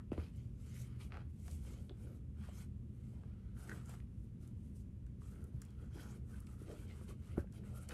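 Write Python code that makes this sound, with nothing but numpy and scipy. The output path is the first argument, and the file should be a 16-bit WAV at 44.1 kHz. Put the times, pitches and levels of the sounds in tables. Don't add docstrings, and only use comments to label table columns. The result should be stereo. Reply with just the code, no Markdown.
import sys
import numpy as np
from scipy import signal
from scipy.fft import rfft, irfft, next_fast_len
from scipy.io import wavfile
from scipy.ndimage import uniform_filter1d, map_coordinates

SR = 44100
rng = np.random.default_rng(int(sys.argv[2]) if len(sys.argv) > 2 else 0)


def unload_audio(sound):
    columns = np.transpose(np.atleast_2d(sound))
    steps = np.round(np.clip(columns, -1, 1) * 32767)
    wavfile.write(sys.argv[1], SR, steps.astype(np.int16))


N = 349713
TIME = np.arange(N) / SR
BRIEF = TIME[:SR // 4]

# t/s, boot ring/dB, bending wave/dB, floor thud/dB, slap/dB, slap f/Hz, wave sweep/Hz
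STEPS = [(0.118, -57, -32.5, -55, -56.5, 2530, 845), (0.1788, -51, -37.5, -33.5, -48.5, 895, 1000),
         (7.379, -27.5, -39.5, -37, -53.5, 1460, 770)]
# f/Hz, level/dB, t60/s
BOOT_MODES = [(161, 7.5, 0.024), (222.5, 7.5, 0.026), (326, 8.5, 0.025), (568, -11.5, 0.054),
              (830, -52, 0.014)]
# t/s, level/dB
SCUFFS = [(0.1185, -54.5), (0.178, -63), (0.199, -57), (0.2145, -57.5), (1.107, -64), (1.1218, -47),
          (1.127, -62), (1.135, -66), (1.1402, -57), (1.143, -52), (1.1525, -55), (1.158, -64),
          (1.1712, -49.5), (1.179, -62), (1.184, -68), (1.193, -64), (1.206, -62), (1.2175, -63)]
# f/Hz, width/Hz, level/dB
SOLE_RING = [(1260, 280, 6), (2520, 540, -1.5), (4300, 990, -14.5)]
# fastest t/s, rise/s, fall/s, cloth/dB, leather/dB, rasp/dB
STROKES = [ (0.0, .03, 0.038, -88, -72, -101), (0.13, 0.018, 0.035, -72.5, -68, -71),
           (0.2, 0.072, 0.14, -74.5, -72.5, -70), (0.38, 0.071, 0.16, -78, -90, -80),
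           (0.801, 0.25, 0.11, -66, -74.5, -72), (0.95, 0.23, 0.068, -82, -76, -77.5),
           (1.019, 0.038, 0.074, -64.5, -72.5, -68.5), (1.147, 0.048, 0.12, -83, -64.5, -72),
           (1.39, 0.18, 0.046, -80.5, -94, -90), (1.48, 0.086, 0.18, -65, -78.5, -75),
           (1.681, 0.12, 0.24, -68, -76.5, -74.5), (2.07, 0.17, 0.15, -75, -77, -80.5),
           (2.452, 0.095, 0.11, -71, -67.5, -71.5), (2.606, 0.12, 0.06, -64, -71, -72.5),
           (3.1, 0.27, 0.23, -81.5, -94, -87.5), (3.3, 0.41, 1, -99, -82.5, -87),
           (3.585, 0.043, 0.08, -75, -71, -82), (3.63, 0.06, 0.1, -65.5, -73, -75),
           (3.72, 0.1, 0.16, -64.5, -64.5, -72.5), (3.9, 0.078, 0.12, -64.5, -68, -75),
           (4.23, 0.22, 0.1, -84, -100, -102), (4.43, 0.035, 0.12, -75, -81, -82.5),
           (4.65, 0.11, 0.14, -80, -99, -89), (4.77, 0.034, 0.088, -72, -104, -106),
           (5.24, 0.054, 0.13, -73, -79, -81.5), (5.36, 0.15, 0.19, -74.5, -75, -87),
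           (5.64, 0.16, 0.21, -81, -79, -81.5), (5.82, 0.073, 0.11, -78, -74.5, -82.5),
           (5.985, 0.086, 0.091, -67.5, -67.5, -70), (6.045, 0.084, 0.091, -67.5, -67, -77),
           (6.12, 0.074, 0.082, -69, -69, -74.5), (6.34, 0.099, 0.17, -69.5, -72, -82),
           (6.51, 0.081, 0.084, -74, -73, -85), (6.61, 0.044, 0.077, -70.5, -72, -79),
           (6.72, 0.095, 0.12, -68.5, -72, -72.5), (6.82, 0.093, 0.081, -69.5, -73, -76),
           (6.9, 0.043, 0.06, -76, -80, -68), (6.98, 0.14, 0.2, -71.5, -73, -77.5),
           (7.095, 0.029, 0.05, -66.5, -67, -69), (7.31, 0.15, 0.072, -72, -74.5, -75),
           (7.384, 0.028, 0.049, -64.5, -64.5, -78), (7.56, 0.053, 0.068, -71.5, -74.5, -75),
           (7.66, 0.043, 0.15, -73.5, -72.5, -78.5), (7.77, 0.055, 0.036, -65.5, -68, -78),
           (7.83, 0.05, 0.06, -70.5, -77, -78.5), (7.915, 0.036, .1, -63, -60.5, -60)]
# f/Hz, width/Hz, level/dB
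LEATHER_BODY = [(810, 690, -2.5), (1394, 260, 5.5), (1920, 240, -9)]
# f/Hz, width/Hz, level/dB
LEATHER_RASP = [(2194, 360, 2), (3150, 280, 1.5), (3610, 610, -4), (4660, 1750, -8.5)]
# f/Hz, level/dB
CLOTH_SPECTRUM = [(500, 11), (1500, -18.5), (3000, -6.5), (4500, -6), (6000, -2.5), (8000, -2.5),
                  (10300, -1.5), (12500, -3.5), (15500, -7)]
# fastest t/s, rise/s, fall/s, level/dB, f/Hz
DRAGS = [(0.18, 0.074, 0.1, -53.5, 463), (1.165, 0.075, 0.075, -59, 704), (1.7, 0.08, 0.47, -68.5, 490),
         (2.08, 0.099, 0.13, -62, 450), (2.5, 0.097, 0.1, -76, 413), (3.17, 0.085, 0.22, -71.5, 760),
         (3.72, 0.13, 0.12, -64, 850), (3.73, 0.095, 0.05, -57.5, 382), (5.33, 0.032, 0.47, -66.5, 420),
         (5.83, 0.039, 0.041, -59, 370), (5.97, 0.067, 0.42, -60, 376), (6.04, 0.11, 0.091, -79, 786),
         (6.72, 0.064, 0.065, -51.5, 476), (6.86, 0.22, 0.26, -64.5, 400), (7.11, 0.024, 0.066, -58, 430),
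         (7.40, 0.13, 0.064, -56.5, 364), (7.57, 0.075, 0.27, -63.5, 443), (7.79, 0.17, 0.099, -67.5, 580),
         (7.92, 0.056, 0.11, -56, 560)]
# f/Hz, width/Hz, level/dB
SHAFT_AIR = [(292, 59, 12.5), (457, 235, 3.5), (560, 51, 3), (815, 300, -20)]
# t/s, level/dB, f/Hz
BUMPS = [(0.131, -47, 600), (1.154, -56, 700), (1.483, -60, 720), (1.898, -52.5, 340), (1.910, -47, 343),
         (2.488, -51.5, 635), (3.894, -56, 560), (3.939, -58, 750), (5.542, -39.5, 140.3),
         (5.957, -52.5, 302), (6.617, -47, 320), (7.013, -52, 372), (7.091, -53, 338), (7.374, -49, 666),
         (7.443, -56, 510)]
# t/s, level/dB, f/Hz, width/Hz
SNAPS = [(0.132, -71, 2960, 800), (0.765, -60, 2200, 900), (1.481, -55.5, 1230, 1200),
         (1.65, -63.5, 965, 700), (1.895, -54.5, 3370, 800), (1.896, -60.5, 1300, 700),
         (2.486, -67, 1211, 894), (3.2359, -61, 1000, 590), (3.568, -63.5, 1400, 324),
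         (3.899, -60, 2100, 1500), (3.91, -65, 1400, 1000), (3.94, -55, 1130, 600),
         (4.002, -60.5, 2100, 800), (5.067, -70, 1500, 700), (5.219, -62, 1200, 400),
         (5.621, -57.5, 1500, 604), (5.973, -59, 744, 295), (6.345, -65, 1430, 600),
         (6.471, -63, 1990, 1300), (7.011, -67, 1300, 706), (7.11, -58.5, 1120, 200),
         (7.473, -68, 1590, 400), (7.637, -62, 1290, 600)]
# t/s, level/dB
SHAFT_SLIPS = [(3.6875, -61), (3.692, -57), (3.6947, -46.5), (3.7025, -65), (3.707, -64), (3.7105, -57),
               (3.7143, -55), (3.7164, -46), (3.720, -51), (3.7285, -59), (3.7345, -61), (3.777, -64),
               (5.982, -62), (5.996, -58.5)]
# f/Hz, width/Hz, level/dB
FOLD_RING = [(1140, 220, -6.5), (1500, 116, 7.5), (1880, 190, 3), (3440, 580, -21)]
# t/s, level before trim/dB, f/Hz
TICKS = [(0.361, -69, 8100), (1.48, -56, 7500), (1.513, -53.5, 7100), (3.695, -52, 4990),
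         (3.8587, -57, 7660), (3.894, -51.5, 8000), (4.476, -60, 8400), (5.065, -68.5, 6800),
         (5.441, -60, 9200), (5.543, -76, 6000), (5.6176, -48.5, 7100), (5.651, -60.5, 8600),
         (5.7046, -67, 4530), (6.0316, -60, 8070), (6.403, -56.5, 9700), (6.4684, -59, 6040),
         (7.5243, -61.5, 5600), (7.889, -45, 6640)]
# fastest t/s, rise/s, fall/s, level/dB, f/Hz
SQUEAKS = [(3.61, 0.086, 0.19, -77, 1475), (6.335, 0.05, 0.06, -74, 1500), (7.77, 0.059, 0.11, -71, 1370)]
# fastest t/s, rise/s, fall/s, level/dB, f/Hz
WHISKS = [(7.775, .035, 0.021, -65.5, 10900), (7.832, 0.044, 0.016, -66, 9050)]
# f/Hz, level/dB
RUMBLE_SPECTRUM = [(22, -32), (35, -13.5), (48, 0), (70, 4), (105, 2), (150, -4.5), (220, -4.5),
                   (290, -16.5), (350, -18.5), (450, -25), (620, -35.5), (900, -72), (1500, -65)]
# f/Hz, level/dB
HISS_SPECTRUM = [(500, 4), (1000, 4), (1600, -0.5), (2800, -2), (4500, -11), (7000, -9.5), (10000, -9),
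                 (15000, -20)]
# f/Hz, width/Hz, level/dB
HUM = [(60.55, 22, -59), (77.6, 6.8, -58), (122.55, 5.27, -57), (201.2, 10, -66)]
# f/Hz, side gain/dB
STEREO_WIDTH = [(60, -14), (140, -18.5), (210, -8.5), (320, -4), (500, 3.5), (1700, 0), (3700, 2.5),
                (6000, 0.5), (8800, -33.5), (11000, -2.5), (13000, 6.5), (15500, 1)]

STROKE_EDGE_DB = 20.5
FLEX_GLIDE = 0.025
CREAKS_PER_S, CREAK_DB = 54, -12
CREAK_LOW_HZ, CREAK_HIGH_HZ, CREAK_WIDTH_HZ = 54 * 0 + 1000, 2590, 1100
CLOTH_PEAK_HZ, CLOTH_PEAK_WIDTH_HZ, CLOTH_PEAK_DB = 8380, 1400, -7
ROOM_T60_S, ROOM_DB = 0.18, -8
PAIR_LAG_S, LAG_SHARE, LAG_TOP_HZ = 0.00048, 0.2, 2460
MID_CUTOFF_HZ, CUTOFF_HZ = 13000, 15700


def steps():
    ring = sum(from_db(db) * np.sin(2 * np.pi * hz * BRIEF) * fade(t60) for hz, db, t60 in BOOT_MODES)
    ring = ring * (1 - fade(0.044))
    thud_hz = 82
    thud = np.sin(2 * np.pi * thud_hz * BRIEF) * fade(0.073) * (1 - fade(0.24)) ** 2
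    out = np.zeros(N)
    for s, *levels_db, slap_hz, sweep_hz in STEPS:
        bend_hz = 170 + sweep_hz * fade(0.015)
        bend = np.sin(2 * np.pi * np.cumsum(bend_hz) / SR) * BRIEF * np.exp(-(BRIEF / 0.0072) ** 4)
        slap = resonate_twice(contact(t60=0.19, scatter=0.84), slap_hz, 830, 930)
        for db, part in zip(levels_db, (ring, bend, thud, slap)):
            add(out, s, from_db(db) * peak_one(part))
    return out


def scuffs():
    return catches(SCUFFS, SOLE_RING, t60=0.012, scatter=0.4, uneven_db=1.5)


def rubbing():
    s, rise_s, fall_s, *levels_db = np.transpose(STROKES)
    swish, rub, rasp = (sliding(zip(s, rise_s, fall_s, db)) for db in levels_db)
    return floor_echo(cloth(swish) + leather(rub, rasp) + lining() + squeaks() + whisks())


def leather(rub, rasp):
    slips = friction(per_s=650 * from_db(4.4 * drift(18)), spread_db=-6, hiss=0.85)
    low = rms_one(flexing_body(slips, LEATHER_BODY, flex_db=1.1))
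    high = rms_one(flexing_body(slips, LEATHER_RASP, flex_db=1.3))
    return rub * (low + from_db(CREAK_DB) * creaks(patches=6)) + rasp * high


def flexing_body(x, resonances, flex_db):
    swelling = [(hz, width, db + flex_db * drift(16)) for hz, width, db in resonances]
    return glide(body(x, swelling), FLEX_GLIDE, rate_hz=4)


def creaks(patches):
    out = np.zeros(N)
    for hz in np.geomspace(CREAK_LOW_HZ, CREAK_HIGH_HZ, patches):
        slips = friction(per_s=CREAKS_PER_S / patches, spread_db=2, hiss=0)
        out += resonate_twice(slips, hz, CREAK_WIDTH_HZ, 2 * CREAK_WIDTH_HZ)
    return rms_one(out)


def cloth(strength):
    threads = friction(per_s=2000 * from_db(5 * drift(20)), spread_db=1.8, hiss=0.45)
    weave = rms_one(colour(threads, CLOTH_SPECTRUM))
    lower = lowpass(weave, hz=7000, order=2)
    folded = lower * from_db(1.6 * drift(14)) + (weave - lower) * from_db(1.6 * drift(14))
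    peak = rms_one(resonate(weave, CLOTH_PEAK_HZ, CLOTH_PEAK_WIDTH_HZ))
    peak = glide(peak, share=0.14, rate_hz=3)
    flicker = from_db(1.05 + 0.23 * drift(49))
    return rms_one(folded + from_db(CLOTH_PEAK_DB) * peak) * strength * flicker


def lining():
    air = body(friction(per_s=420, spread_db=0, hiss=0.28), SHAFT_AIR)
    return sum(stroke(*movement) * rms_one(resonate(air, hz, width_hz=305)) for *movement, hz in DRAGS)


def bumps():
    out = np.zeros(N)
    for s, db, hz in BUMPS:
        knock = resonate(contact(t60=0.05, scatter=0.9), hz, width_hz=0.4 * hz)
        cushion = signal.butter(2, 1.4 * hz, fs=SR, output="sos")
        add(out, s, from_db(db) * peak_one(signal.sosfilt(cushion, knock)))
    return out


def snaps():
    out = np.zeros(N)
    for s, db, hz, width_hz in SNAPS:
        crack = resonate_twice(contact(t60=0.022, scatter=0.75), hz, width_hz, 2 * width_hz)
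        add(out, s, from_db(db) * peak_one(crack))
    return out


def shaft_creak():
    return catches(SHAFT_SLIPS, FOLD_RING, t60=0.012, scatter=0.3, uneven_db=1.1)


def lace_ticks(trim_db=-4):
    out = np.zeros(N)
    for s, db, hz in TICKS:
        click = resonate_twice(contact(t60=0.022, scatter=2.2), hz, 7200, 9000)
        add(out, s, from_db(db + trim_db) * peak_one(click))
    return out


def squeaks():
    tones = sum(stroke(*movement) * wavering(hz, width_hz=150) for *movement, hz in SQUEAKS)
    return tones * from_db(2.5 * drift(25))


def whisks():
    slips = friction(per_s=3000, spread_db=4, hiss=0.4)
    return sum(stroke(*movement) * rms_one(resonate_twice(slips, hz, 3500, 5000))
               for *movement, hz in WHISKS)


def floor_echo(x, share=0.28):
    delay_s = 0.0014 * from_db(2.5 * drift(1.2))
    return (x + share * delayed(x, delay_s)) / np.hypot(1, share)


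def walls(x):
    tail = reflections(x, ROOM_T60_S, delay_s=0.00602)
    return from_db(ROOM_DB) * resonate(tail, hz=1200, width_hz=4000)


def room_tone():
    rumble = from_db(-50.5) * rms_one(colour(rng.standard_normal(N), RUMBLE_SPECTRUM))
    hiss = from_db(-81) * rms_one(colour(rng.standard_normal(N), HISS_SPECTRUM))
    return rumble + hiss + sum(from_db(db) * wavering(hz, width_hz) for hz, width_hz, db in HUM)


def right_lead(x):
    low = lowpass(x, LAG_TOP_HZ, order=1)
    return LAG_SHARE * (delayed(low, PAIR_LAG_S / 2) - delayed(low, -PAIR_LAG_S / 2)) / 2


def stroke(s, rise_s, fall_s, db):
    out = np.zeros(N)
    during = slice(*np.searchsorted(TIME, [s - 2 * rise_s, s + 2 * fall_s]))
    since = TIME[during] - s
    away = since / np.where(since < 0, rise_s, fall_s)
    out[during] = from_db(db - STROKE_EDGE_DB * away ** 2)
    return out


def sliding(movements):
    return np.sqrt(sum(stroke(*movement) ** 2 for movement in movements))


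def friction(per_s, spread_db, hiss):
    sizes = from_db(spread_db * np.minimum(rng.exponential(1, N), 4)) * rng.choice([-1, 1], N)
    grains = sizes * (rng.random(N) < per_s / SR)
    return rms_one(rms_one(grains) + hiss * rng.standard_normal(N))


def catches(rows, resonances, t60, scatter, uneven_db):
    out = np.zeros(N)
    for s, peak_db in rows:
        ring = [(hz, width, db + uneven_db * rng.standard_normal()) for hz, width, db in resonances]
        add(out, s, from_db(peak_db) * peak_one(body(contact(t60, scatter), ring)))
    return out


def contact(t60, scatter):
    spray = rng.standard_normal(len(BRIEF)) * fade(t60)
    return (BRIEF == 0) + scatter * spray / np.linalg.norm(spray)


def reflections(x, t60, delay_s):
    echoes = rng.standard_normal(len(BRIEF)) * fade(t60) * (BRIEF >= delay_s)
    return signal.oaconvolve(x, echoes / np.linalg.norm(echoes))[:N]


def wavering(hz, width_hz):
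    carrier = np.exp(2j * np.pi * hz * TIME)
    wander = drift(width_hz / 2) + 1j * drift(width_hz / 2)
    return rms_one(np.real(wander * carrier))


def drift(rate_hz):
    hop, settle = 40, 2000
    pole = np.exp(-2 * np.pi * rate_hz * hop / SR)
    noise = rng.standard_normal(N // hop + settle + 2)
    slow = signal.lfilter([1], [1, -2 * pole, pole * pole], noise)[settle:]
    return np.interp(np.arange(N) / hop, np.arange(len(slow)), rms_one(slow))


def glide(x, share, rate_hz):
    position = np.cumsum(1 + share * drift(rate_hz))
    return map_coordinates(x, [position], order=3, mode="mirror")


def body(x, resonances):
    return sum((-1) ** k * from_db(db) * resonate(x, hz, width)
               for k, (hz, width, db) in enumerate(resonances))


def resonate(x, hz, width_hz):
    r = np.exp(-np.pi * width_hz / SR)
    feedback = [1, -2 * r * np.cos(2 * np.pi * hz / SR), r * r]
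    return signal.lfilter(np.array([1, 0, -1]) * (1 - r * r) / 2, feedback, x + 1e-18)


def resonate_twice(x, hz, first_width_hz, second_width_hz):
    return resonate(resonate(x, hz, first_width_hz), hz, second_width_hz)


def colour(x, spectrum):
    hz, db = np.transpose(spectrum)
    size = next_fast_len(N)
    bins_hz = np.maximum(np.arange(size // 2 + 1) * SR / size, 1)
    gain = from_db(np.interp(np.log(bins_hz), np.log(hz), db))
    return irfft(rfft(x, size) * gain, size)[:N]


def lowpass(x, hz, order):
    return signal.sosfiltfilt(signal.butter(order, hz, fs=SR, output="sos"), x)


def delayed(x, s):
    return np.interp(TIME - s, TIME, x)


def fade(t60):
    return np.exp(-np.log(1000) * BRIEF / t60)


def add(track, s, sound):
    at = max(round(s * SR), 0)
    track[at:at + len(sound)] += sound[:N - at]


def from_db(db):
    return 10 ** (np.asarray(db) / 20)


def rms_one(x):
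    return x / np.sqrt(np.mean(x ** 2) + 1e-20)


def peak_one(x):
    return x / np.sqrt(uniform_filter1d(x ** 2, SR // 500).max() + 1e-20)


def scene():
    blows = steps() + bumps() + snaps() + scuffs() + shaft_creak() + lace_ticks()
    rubs, edge_rubs = rubbing(), rubbing()
    boots = blows + rubs
    soften = signal.ellip(8, 0.1, 70, MID_CUTOFF_HZ, fs=SR, output="sos")
    mid = blows + signal.sosfilt(soften, rubs + walls(boots) + room_tone())
    near_echoes = from_db(-3.5) * reflections(0.6 * blows + rubs, t60=0.045, delay_s=0.0008)
    diffuse = near_echoes + from_db(-7) * edge_rubs + walls(boots) + room_tone()
    side = colour(diffuse, STEREO_WIDTH) + right_lead(boots)
    side += 0.098 * lowpass(mid, hz=400, order=1)
    return np.array([mid + side, mid - side])


def record(dry):
    return signal.sosfilt(signal.ellip(10, 0.1, 80, CUTOFF_HZ, fs=SR, output="sos"), dry)


dry = scene()
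out = record(dry)
unload_audio(out)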